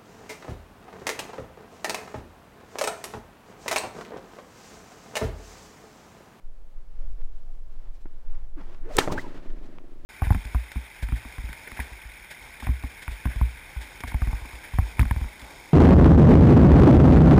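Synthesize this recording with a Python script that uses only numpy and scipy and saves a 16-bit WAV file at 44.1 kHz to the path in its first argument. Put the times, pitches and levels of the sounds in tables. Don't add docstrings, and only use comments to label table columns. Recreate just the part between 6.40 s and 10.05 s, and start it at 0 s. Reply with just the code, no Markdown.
import sys
import numpy as np
from scipy import signal
from scipy.fft import rfft, irfft
from scipy.io import wavfile
from scipy.ndimage import uniform_filter1d

SR = 44100
rng = np.random.default_rng(int(sys.argv[2]) if len(sys.argv) > 2 else 0)


def materialize(psi):
    bounded = np.clip(np.atleast_2d(psi).T, -1, 1)
    quanta = np.round(bounded * 32767).astype(np.int16)
    wavfile.write(sys.argv[1], SR, quanta)


N = 160965
T = np.arange(N) / SR


def from_db(db):
    return 10 ** (np.asarray(db) / 20)


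def unit_rms(x):
    return x / np.sqrt(np.mean(x ** 2) + 1e-20)


def lowpass(x, hz, order=1):
    return signal.sosfilt(signal.butter(order, min(hz, .45 * SR), fs=SR, output="sos"), x + 1e-18)


def noise(spectrum):
    hz, db = np.transpose(spectrum)
    bin_hz = np.maximum(np.arange(N // 2 + 1) * SR / N, 1)
    gain = from_db(np.interp(np.log(bin_hz), np.log(hz), db))
    return unit_rms(irfft(rfft(rng.standard_normal(N)) * gain, N))


def drift(hz):
    return unit_rms(lowpass(rng.standard_normal(N + SR), hz, order=2)[SR:])


def swell(centre_s, half_s):
    return np.exp(-((T - centre_s) / half_s) ** 2)


def decay(start_s, t60):
    return (T >= start_s) * np.exp(-np.log(1000) * np.clip((T - start_s) / t60, 0, 10))


def ping(start_s, hz, t60):
    return decay(start_s, t60) * np.sin(2 * np.pi * hz * (T - start_s))


def with_ground_echo(direct, db, lag_s=.00222):
    return direct + from_db(db) * lowpass(np.interp(T - lag_s, T, direct), hz=3400)


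# time in seconds, level in dB.
BUFFET_LEVELS = [(0.0, -68), (0.04, -32), (0.35, -33), (0.47, -32), (0.7, -20.5), (1.05, -29), (1.75, -30),
                 (1.92, -21), (2.1, -29), (2.6, -27), (3.0, -33), (3.09, -24), (3.33, -35), (3.65, -33)]
# frequency in Hz, relative density in dB.
BUFFET_SPECTRUM = [(3, -29.5), (8, -5), (11, -1), (17, -11), (29, -23), (40, -24), (50, -36), (80, -51),
                   (200, -70.5), (1000, -110)]
AIR_SPECTRUM = [(40, 1), (130, 2.5), (230, -7), (500, -5), (1000, -12.5), (2000, -20.5), (4000, -26.5),
                (8000, -31.5), (15000, -34.5)]

def wind(air_db=-61, flutter_db=.78):
    buffet = noise(BUFFET_SPECTRUM)
    buffet /= np.sqrt(uniform_filter1d(buffet ** 2, size=SR // 5))
    buffet *= from_db(np.interp(T, *np.transpose(BUFFET_LEVELS)))
    return buffet + from_db(air_db + flutter_db * drift(3.7)) * noise(AIR_SPECTRUM)


# centre in seconds, half length in seconds, level in dB, cutoff in Hz.
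RUSTLES = [(.37, 0.064, -65.5, 2980), (0.584, 0.1, -63.5, 4000), (.809, 0.013, -66, 7900),
           (0.955, .08, -65.5, 5000), (1.353, 0.069, -64, 6000), (1.458, .04, -59, 2600),
           (1.757, 0.18, -66, 3520), (1.963, 0.098, -60, 2000), (2.227, 0.033, -55.5, 2600),
           (2.327, 0.068, -52, 3000), (2.965, 0.028, -56, 6000), (3.256, 0.026, -53, 5060)]
# frequency in Hz, relative density in dB.
RUSTLE_SPECTRUM = [(100, 3), (400, -1.5), (1000, -4), (2500, -12.5), (6000, -18.5), (15000, -30)]

def rustle(grain_db=5.5):
    grains = unit_rms(noise(RUSTLE_SPECTRUM) * from_db(grain_db * np.tanh(drift(330))))
    return sum(from_db(db) * lowpass(grains * swell(s, half_s), hz) for s, half_s, db, hz in RUSTLES)


# start in seconds, level in dB.
TICKS = [(.804, -57), (.816, -55.5), (1.948, -53), (2.211, -50.5), (2.3468, -48), (2.894, -48),
         (2.9453, -47), (2.9752, -47), (3.102, -49.5)]
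# frequency in Hz, relative density in dB.
TICK_SPECTRUM = [(300, -1), (1200, 0), (3000, -7), (6000, -21), (15000, -42)]

def ticks():
    return sum(from_db(db) * decay(s, t60=.03) for s, db in TICKS) * noise(TICK_SPECTRUM)


# start in seconds, level in dB, pitch in Hz,
# 60 dB decay time in seconds, echo lag in seconds, relative scuff level in dB.
KNOCKS = [(1.6566, -29.5, 275, 0.017, .0022, -12.5), (2.599, -23, 190, .016, .0022, -12),
          (2.676, -10, 580, 0.0039, 0.00152, -14), (2.6825, -13.5, 540, 0.0058, 0.00144, -12),
          (2.721, -15.5, 218, 0.036, .0022, -14.5), (3.377, -42.5, 240, 0.027, 0.0021, -10),
          (3.3852, -17, 484, 0.0017, 0.00085, -12)]
# frequency in Hz, relative density in dB.
SCUFF_SPECTRUM = [(150, 7), (700, 0), (1600, 1), (4000, -12), (8000, -28), (15000, -38)]

def knocks(echo_db=-7):
    grit, blows = noise(SCUFF_SPECTRUM), 0
    for s, db, hz, t60, lag_s, scuff_db in KNOCKS:
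        scuff = from_db(scuff_db) * grit * decay(s, 2 * t60)
        blow = lowpass(scuff - ping(s, hz, t60), 5 * hz, order=2)
        blows += from_db(db) * with_ground_echo(blow, echo_db, lag_s)
    return blows


CRACK_S = 2.58705
# frequency in Hz, relative density in dB.
NEAR_SPECTRUM = [(80, -16.5), (380, 4), (700, -5), (1600, -3.5), (3500, -15), (7000, -13.5), (11000, -25),
                 (16000, -34)]
FAR_SPECTRUM = [(60, -10), (170, 3), (380, -9), (600, -10), (800, -14), (1800, -16.5), (4000, -27.5),
                (8000, -38), (16000, -53)]

def land_scatter(near_db=-27, far_db=-42.7):
    near = from_db(near_db) * decay(CRACK_S, t60=.28) * noise(NEAR_SPECTRUM)
    far = from_db(far_db + 1.7 * drift(17)) * decay(CRACK_S, t60=3.04) * noise(FAR_SPECTRUM)
    return near + far


# centre in Hz, width in Hz, relative level in dB.
PUFF_BANDS = [(306, 131, -1), (555, 110, -12)]

def stone(spin_hz=26.6, sag_hz_per_s=.8, jitter_s=.0007, level_db=-55, fading_db_per_s=1.6):
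    flight_s = np.maximum(T - CRACK_S, 0)
    turns = np.cumsum((flight_s > 0) * (spin_hz - sag_hz_per_s * flight_s)) / SR
    turns += spin_hz * jitter_s * flight_s * drift(25)
    first, second = [np.diff(np.floor(turns - lag), prepend=0).clip(0, 1) for lag in (.42, .718)]
    whirr = 0
    for hz, width_hz, db in PUFF_BANDS:
        puffs = (first + from_db(-1.5) * second) * (1 + .2 * rng.standard_normal(N))
        bandpass = signal.butter(2, [hz - width_hz / 2, hz + width_hz / 2], "band", fs=SR, output="sos")
        band = signal.sosfilt(bandpass, puffs + 1e-18)
        whirr += from_db(db) * band / band[flight_s > 0].std()
    fading_db = fading_db_per_s * flight_s * drift(9.8)
    distance = np.hypot(flight_s, .16)
    return from_db(level_db + fading_db) * whirr / distance


# frequency in Hz, relative density in dB.
WHOOSH_SPECTRUM = [(50, -5), (170, 7.5), (400, 3.5), (900, -9), (3000, -45.5)]

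def follow_through():
    return from_db(-33.5) * swell(2.725, half_s=.055) * noise(WHOOSH_SPECTRUM)


# centre in seconds, half length in seconds, level in dB.
WHISKS = [(0.946, 0.51, -76), (1.556, 0.022, -66), (1.616, 0.014, -67), (2.573, 0.057, -46.5),
          (2.638, .012, -51), (2.724, 0.005, -37.5), (2.731, 0.017, -44.5), (2.797, 0.032, -49),
          (2.85, 0.035, -65)]
# frequency in Hz, relative density in dB.
WHISK_SPECTRUM = [(1000, 3), (3800, -1.5), (5800, -4.5), (8000, -7.5), (11000, -17), (16000, -16.5)]

def tuft():
    return sum(from_db(db) * swell(s, half_s) for s, half_s, db in WHISKS) * noise(WHISK_SPECTRUM)


def whistle(hz, steady_cycles=5):
    cycles = np.cumsum(hz) / SR
    knots = rng.standard_normal((2, N // 4))
    wander = np.interp(cycles / steady_cycles, np.arange(N // 4), knots[0] + 1j * knots[1])
    evened = wander / np.sqrt(np.abs(wander))
    return np.sqrt(2) * np.real(evened * np.exp(2j * np.pi * cycles))


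def stroke(path, origin_s):
    s, hz, db = np.transpose(path)
    envelope = from_db(np.interp(T - origin_s, s, db, left=-200, right=-200))
    return envelope * whistle(np.interp(T - origin_s, s, hz), steady_cycles=2.5), envelope


# time in seconds, pitch in Hz, level in dB.
THROW_PATH = [(2.41, 250.2, -63), (2.455, 309, -45), (2.48, 490, -45.5), (2.515, 644, -38),
              (2.543, 601, -49.5), (2.562, 451.6, -39), (2.58, 395, -31), (2.595, 400, -57.5)]
# time from the crack in seconds, pitch in Hz, level in dB.
TIP_PATH = [(-.011, 601, -60), (-.007, 703, -39), (-.004, 1456, -24), (-.0005, 4295, -21),
            (.002, 3710, -25.5), (.007, 3580, -28), (.011, 2802, -31), (.018, 2300, -33.5),
            (.027, 1441, -31.5), (.043, 960, -40), (.075, 774, -44.5)]
# centre in seconds, # half
# length in seconds, pitch in Hz, glide in octaves per second, level in dB.
SWINGS = [(0.626, 0.045, 564, 4.5, -59.5), (.795, 0.024, 427, 7.5, -60), (1.086, 0.033, 720, 1, -67),
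          (2.188, .019, 290, -12.5, -42.5), (2.211, .012, 180, -5, -46), (2.207, 0.022, 899, -0.5, -62),
          (2.31, .054, 362, 1, -57), (2.707, .016, 1020, 12.5, -37.5), (2.735, .016, 598, 2.5, -39),
          (2.764, .013, 844, 10, -40.5), (2.78, .004, 1400, 20.5, -31), (2.784, .0055, 1667, 10.5, -26),
          (2.795, 0.0045, 1930, 11, -34.5), (2.85, 0.025, 938, -3.5, -46.5)]
# frequency in Hz, relative density in dB.
HISS_SPECTRUM = [(150, 7.5), (600, 4), (1800, -2.5), (4000, -22.5), (9000, -34), (16000, -40)]

def cord(hiss_db=-6.5):
    strokes = [stroke(THROW_PATH, 0), stroke(TIP_PATH, CRACK_S)]
    for s, half_s, hz, glide, db in SWINGS:
        envelope = from_db(db) * swell(s, half_s)
        octaves = glide * np.clip(T - s, -2 * half_s, 2 * half_s)
        strokes.append((envelope * whistle(hz * 2 ** octaves), envelope))
    tone, envelope = np.sum(strokes, axis=0)
    return with_ground_echo(tone, db=-18) + from_db(hiss_db) * envelope * noise(HISS_SPECTRUM)


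def release():
    return with_ground_echo(from_db(-5.5) * ping(2.5688, hz=8440, t60=.00088), db=-1.5)


# frequency in Hz, relative density in dB.
FRAY_SPECTRUM = [(300, -2.5), (1500, -2.5), (3600, -0.5), (6000, -5), (11000, -7.5), (16000, -23)]

def crack(push_s=.00038, pull_s=.00036):
    t = T - CRACK_S
    compression = .42 * ((t > -push_s) & (t < 0))
    rarefaction = (t >= 0) * np.exp(-np.abs(t) / pull_s)
    shock = from_db(-.3) * lowpass(compression - rarefaction, hz=7500)
    thump = from_db(-19.5) * ping(CRACK_S, hz=385, t60=.019)
    tip_ring = from_db(-18) * ping(CRACK_S, hz=2110, t60=.0035)
    fray_envelope = np.maximum(swell(CRACK_S, half_s=.0019), decay(CRACK_S, t60=.043))
    crackle = from_db(-20) * fray_envelope * noise(FRAY_SPECTRUM)
    return with_ground_echo(shock - thump - tip_ring + crackle, db=-1.5)


def scene():
    sling = cord() + tuft() + follow_through() + release() + crack()
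    return (sling + land_scatter() + stone() + knocks() + ticks() + rustle() + wind())[None]


def record(dry, cutoff_hz=15900):
    return signal.sosfilt(signal.ellip(10, .1, 80, cutoff_hz, fs=SR, output="sos"), np.clip(dry, -1, 1))


dry = scene()
out = record(dry)
materialize(out)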